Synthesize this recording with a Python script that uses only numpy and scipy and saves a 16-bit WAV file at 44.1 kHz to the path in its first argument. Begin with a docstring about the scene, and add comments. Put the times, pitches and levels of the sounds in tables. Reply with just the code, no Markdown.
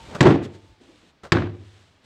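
"""Two loud slaps, each on a dull thump: a wooden bat beats a hanging rug in a brick-walled yard.
Just before each blow a sandal scuffs and the bat swishes through the air, very faintly the second time.
The harder first blow sets the rug's folds clapping. Ground and walls throw each blow back and the yard
booms low. In between, rug and clothes rustle over quiet air. A limiter trims the loudest peaks."""
import sys
import numpy as np
from scipy import signal
from scipy.fft import rfft, irfft, next_fast_len
from scipy.io import wavfile
from scipy.ndimage import uniform_filter1d, minimum_filter1d, map_coordinates

SR = 44100
rng = np.random.default_rng(int(sys.argv[2]) if len(sys.argv) > 2 else 0)


def output_pcm(signal):
    """Save a mono or channel-first signal as 16-bit PCM at the path in sys.argv[1].

    Samples are clipped to [-1, 1] before scaling.
    """
    pcm = np.clip(np.atleast_2d(signal).T, -1, 1) * 32767
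    wavfile.write(sys.argv[1], SR, np.round(pcm).astype(np.int16))


N = 90404
T = np.arange(N) / SR


def amp(db):
    """Turn decibels into a number to multiply by."""
    return 10 ** (np.asarray(db) / 20)


def along(points, hz):
    """Read the value at hz from (frequency, value) points, on a log frequency axis."""
    freqs, values = np.transpose(points)
    return np.interp(np.log(hz + 1), np.log(freqs + 1), values)


def filtered(x, gain):
    """Turn each frequency in x up or down by gain(hz)."""
    size = next_fast_len(N + 8192)
    return irfft(rfft(x, size) * gain(np.fft.rfftfreq(size, 1 / SR)), size)[:N]


def noise(colour, tilt_db=0):
    """Noise of average power 1, shaped by a colour table and tilted by tilt_db per octave."""
    white = rng.standard_normal(N)
    shaped = filtered(white, lambda hz: amp(along(colour, hz) + tilt_db * np.log2(hz + 20)))
    return shaped / np.sqrt(np.mean(shaped ** 2) + 1e-20)


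def wobble(rate):
    """A smooth curve through `rate` random points a second."""
    points = rng.standard_normal(int(N * rate / SR) + 4)
    return map_coordinates(points, [np.arange(N) * rate / SR])


def fade(t, fade_s):
    """Stay at 1 until t = 0, then drop 60 dB every fade_s seconds."""
    return np.exp(-np.log(1000) * np.maximum(t, 0) / fade_s)


def swell(peak_s, rise_s, fade_s):
    """A level that grows until peak_s and then dies away."""
    return np.exp(np.minimum(T - peak_s, 0) / rise_s) * fade(T - peak_s, fade_s)


def delayed(x, delay_s):
    """The same sound, delay_s seconds later."""
    return np.pad(x, (max(round(delay_s * SR), 0), 0))[:N]


def ringing(tones):
    """Add up pure tones that each die away at their own speed."""
    return sum(amp(db) * np.sin(2 * np.pi * hz * T) * fade(T, fade_s) for hz, db, fade_s in tones)


def far_tone():
    """A faint, wavering tone far away sinks in pitch and fades."""
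    # the tone's path: time_s, pitch_hz, level_db
    path = [(0, 913, -48.5), (.1, 897, -55.5), (.6, 901.5, -64.5), (.74, 871, -65), (.85, 860, -87.5)]
    times, hz, db = np.transpose(path)
    pitch = np.interp(T, times, hz) * (1 + .012 * wobble(56))
    level = amp(np.interp(T, times, db) + 2 * wobble(25))
    return level * np.sin(2 * np.pi * np.cumsum(pitch) / SR)


def air(hush_db=-60.5):
    """A steady outdoor hush, with low puffs where stirred air hits the microphone."""
    # colour of the hush: frequency_hz, level_db
    hush_colour = [(25, -6.5), (50, -4), (90, -2), (200, -7.5), (600, -12.5), (1500, -17), (3300, -20.5),
                   (5000, -25), (8000, -37), (10500, -44), (16000, -46.5)]
    # puffs of air: peak_s, level_db, fade_s
    puffs = [(.03, -49, .3), (.09, -41.5, 0.23), (.70, -45, 0.14)]
    # colour of a puff: frequency_hz, level_db
    puff_colour = [(25, -5), (60, -1.5), (100, -4.5), (250, -28), (1000, -57.5)]
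    puff_level = sum(amp(db) * swell(peak_s, 0.027, fade_s) for peak_s, db, fade_s in puffs)
    return amp(hush_db) * noise(hush_colour) + puff_level * noise(puff_colour)


def rustles(grain_db=1.0):
    """Clothes and the rug's fibres rub with a grainy hiss."""
    # rubs: start_s, length_s, level_db, edge_s (how softly each begins and ends)
    rubs = [(-.05, 0.16, -48.5, .03), (0.434, 0.024, -44.5, 0.0058), (0.547, .008, -54, 0.012),
            (.47, 0.24, -61, 0.072), (0.814, .29, -59, 0.0091), (1.654, 0.17, -57.5, 0.14),
            (2.045, .05, -58, 0.0088)]
    # colour of rubbing cloth: frequency_hz, level_db
    colour = [(100, 8), (600, -1), (1300, -2.5), (2200, -2.5), (3600, -1), (5500, -9.5), (8000, -11.5),
              (10500, -22.5), (16000, -39)]
    level = np.zeros(N)
    for start_s, length_s, db, edge_s in rubs:
        outside_s = np.maximum(np.abs(T - start_s - length_s / 2) - length_s / 2, 0)
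        level += amp(db) * np.exp(-outside_s / edge_s)
    return level * noise(colour) * amp(grain_db * wobble(520))


def rug_flaps():
    """The swinging rug flaps softly between the blows."""
    # flaps: peak_s, level_db, fade_s
    flaps = [(0.81, -52.5, .3), (.85, -61.5, 0.41), (0.887, -53, 0.42), (1.038, -53, 0.224)]
    # colour of a flap: frequency_hz, level_db
    colour = [(25, -47), (100, -28), (200, -4.5), (290, 7.5), (440, -1.5), (700, -8), (1500, -32),
              (5000, -54.5)]
    return noise(colour) * sum(amp(db) * swell(peak_s, 0.0053, fade_s) for peak_s, db, fade_s in flaps)


def sandal_scuffs(grit_db=2, rise_s=0.0024):
    """A sole slides on gritty ground as the weight shifts before a blow."""
    # slides: start_s, level_db, length_s, fade_s
    slides = [(0.147, -26, 0.0088, 0.055), (1.233, -37.5, 0.025, .12)]
    # colour of a scuff: frequency_hz, level_db
    colour = [(40, -3), (130, 5), (280, -3.5), (520, 3), (800, -6), (1050, -3), (1400, -1.5), (1900, -13.5),
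              (3200, -18), (5000, -20), (8000, -26.5), (10500, -37), (16000, -45.5)]
    level = sum(amp(db) * np.clip((T - start_s) / rise_s, 0, 1) * fade(T - start_s - length_s, fade_s)
                for start_s, db, length_s, fade_s in slides)
    return level * noise(colour) * amp(grit_db * wobble(500))


def bat_swishes(rough_db=2):
    """The bat brushes through air and cloth just before each blow."""
    # swings: peak_s, level_db, rise_s, fade_s
    swings = [(0.179, -33, 0.069, 0.28), (1.31, -65.5, 0.054, 0.046)]
    # colour of a swish: frequency_hz, level_db
    colour = [(40, -8.5), (130, 1.5), (400, -1.5), (800, -6), (1400, -12), (2200, -19), (5000, -25.5),
              (8000, -32.5), (10500, -41), (16000, -54)]
    level = sum(amp(db) * swell(peak_s, rise_s, fade_s) for peak_s, db, rise_s, fade_s in swings)
    return level * noise(colour) * amp(rough_db * wobble(150))


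def fold_claps(rise_s=.0012):
    """The rug's folds clap dully as the hard first blow wraps them round the bat."""
    # claps: peak_s, level_db, tilt_db_per_octave, fade_s
    claps = [(.2290, -13.5, 3.5, 0.031), (0.2544, -4.5, -2, 0.044), (0.2629, -3.5, -1.5, 0.064),
             (.2700, -8.5, -0.5, 0.062), (0.2883, -7.5, -1.5, .035), (0.3066, -9, -2, 0.053),
             (0.3582, -16, -2, 0.032)]
    # colour of a clap: frequency_hz, level_db
    colour = [(40, -20.5), (140, -1), (220, -8.5), (310, 6), (480, -10), (700, -5), (1000, -8),
              (1900, -20.5), (4000, -31), (8000, -42.5), (10500, -63.5), (16000, -85)]
    return sum(amp(db) * noise(colour, tilt_db) * swell(peak_s, rise_s, fade_s)
               for peak_s, db, tilt_db, fade_s in claps)


def yard_boom(rise_s=0.0092):
    """The air between the walls rings on at its own low pitches after a blow."""
    # the yard's tones: pitch_hz, level_db, fade_s
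    tones = [(87, -26, 1), (100.8, -16.5, 0.83), (146.6, -15.5, .4), (204, -20.5, 0.47), (277, -30, 0.1),
             (351.5, -17, 0.56), (377, -33.5, 0.11), (604, -32.5, .28)]
    return (1 - np.exp(-T / rise_s)) * ringing(tones)


def yard_tail(body_db, hold_s, body_hz=380, flutter_db=2, rise_s=0.0067):
    """Many scattered echoes blur together: they build up, hold and die, the highest first."""
    # colour of the blurred echoes: frequency_hz, level_db
    colour = [(30, -21), (60, -8), (110, 7.5), (180, 3), (340, 2.5), (470, -8), (900, -13.5), (1900, -18),
              (3500, -26), (5500, -37), (8000, -44), (10000, -56.5), (16000, -76.5)]
    # how long the yard rings: frequency_hz, fade_s
    fade_times = [(60, 0.49), (150, 0.38), (400, 0.49), (1000, 0.4), (3000, 0.43), (9000, 0.29)]
    hz, t, bands = signal.stft(noise(colour), SR, nperseg=512)
    body = amp(body_db * np.exp(-np.log2((hz + 1) / body_hz) ** 2 / 2))[:, None]  # a broad boost
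    decay = fade(t - hold_s, along(fade_times, hz)[:, None])
    tail = signal.istft(bands * body * decay, SR, nperseg=512)[1][:N]
    return tail * (1 - np.exp(-T / rise_s)) * amp(flutter_db * wobble(130))


def yard_echoes(hit):
    """The ground, then the brick walls, throw the hit back, later and duller."""
    # echoes: delay_s, level_db
    bounces = [(.0056, -10.5), (0.029, -14.5), (0.0487, -11.5), (0.0626, -15), (0.1, -18.5), (.1500, -29)]
    # how a bounce colours the sound: frequency_hz, gain_db
    colour = [(100, 0), (400, 0.5), (1500, 2.5), (4000, -8), (8000, -28.5), (12000, -19)]
    echoes = sum(amp(db) * delayed(bat_hit(*hit), delay_s) for delay_s, db in bounces)
    return filtered(echoes, lambda hz: amp(along(colour, hz)))


def touch_click(width_s=.00007, gain_db=6):
    """One sharp swing of air pressure as the flat of the bat first touches."""
    widths = T / width_s - 6  # centred six widths in, so it starts from silence
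    return amp(gain_db) * widths * np.exp(-widths ** 2 / 2)


def bat_hit(thump_db, knock_db, slap_db, tilt_db, rise_s=.0003):
    """The rug's face shoves the air (thump), the wood rings briefly (knock) and the fibres slap."""
    # the rug's thump: pitch_hz, fade_s
    thump_tone = (150, .065)
    # the bat's tones, damped by the rug: pitch_hz, level_db, fade_s
    bat_tones = [(349.8, -3.5, .055), (575.5, -12.5, .03), (917, -19, 0.021)]
    # colour of the slap: frequency_hz, level_db
    slap_colour = [(200, -2.5), (550, 3), (900, 1), (1400, -0.5), (2000, 0.5), (2600, -6), (3400, -5.5),
                   (4600, -5.5), (6000, -16), (7500, -12.5), (8500, -22.5), (9800, -29), (16000, -38.5)]
    thump_hz, thump_fade_s = thump_tone
    thump = amp(thump_db - 5.5) * np.sin(2 * np.pi * thump_hz * T) * fade(T, thump_fade_s)
    knock = amp(knock_db - 4) * ringing(bat_tones)
    crack_level = amp(0.5) * fade(T, fade_s=.003)
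    slap_level = fade(T - 0.0021, fade_s=0.038)  # holds for a moment first
    slap = amp(slap_db - 5) * noise(slap_colour, tilt_db) * (slap_level + crack_level)
    rise = 1 - np.exp(-(T / rise_s) ** 2)
    return rise * (slap - thump - knock)


def rug_beating():
    """The bat lands twice, and the yard answers each blow with echoes, a tail and a boom."""
    # blows, with a gain for each part: start_s, thump_db, knock_db, slap_db,
    # tilt_db_per_octave (of the slap), tail_db, body_db (of the tail), boom_db, hold_s (of the tail)
    blows = [(0.2070, 5.5, 2.5, -3.5, -0.5, -13.5, 5.5, -4, 0.08),
             (1.3206, -2, 1, -2.5, -1.7, -17, 0.5, -2, 0.038)]
    out = np.zeros(N)
    for start_s, thump_db, knock_db, slap_db, tilt_db, tail_db, body_db, boom_db, hold_s in blows:
        hit = thump_db, knock_db, slap_db, tilt_db
        direct = bat_hit(*hit) + amp(slap_db) * touch_click()
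        echoes = yard_echoes(hit)
        tail = amp(tail_db) * yard_tail(body_db, hold_s)
        boom = amp(boom_db) * yard_boom()
        out += delayed(direct + echoes + tail + boom, start_s)
    return out


def scene():
    """Add up all the sounds at one microphone."""
    blows = rug_beating() + fold_claps()
    movement = sandal_scuffs() + bat_swishes() + rustles() + rug_flaps()
    background = far_tone() + air()
    return (blows + movement + background)[None]


def record(dry, low_cut_hz=58, limit_db=-1.3, hold_s=.002, top_hz=16300):
    """The microphone loses deep bass and some treble, a limiter trims peaks, and the very top is cut."""
    # the microphone's dull treble: frequency_hz, gain_db
    mic_colour = [(7800, -1), (10000, -3.5), (16000, -4)]
    low_cut = signal.butter(N=2, Wn=low_cut_hz, btype="high", fs=SR, output="sos")
    sound = signal.sosfilt(low_cut, dry[0])
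    sound = filtered(sound, lambda hz: amp(along(mic_colour, hz)))
    window = int(hold_s * SR)
    needed_gain = np.minimum(1, amp(limit_db) / (np.abs(sound) + 1e-9))
    gain = uniform_filter1d(minimum_filter1d(needed_gain, window), window)  # dips just ahead of a peak
    return filtered(sound * gain, lambda hz: hz < top_hz)[None]


dry = scene()
out = record(dry)
output_pcm(out)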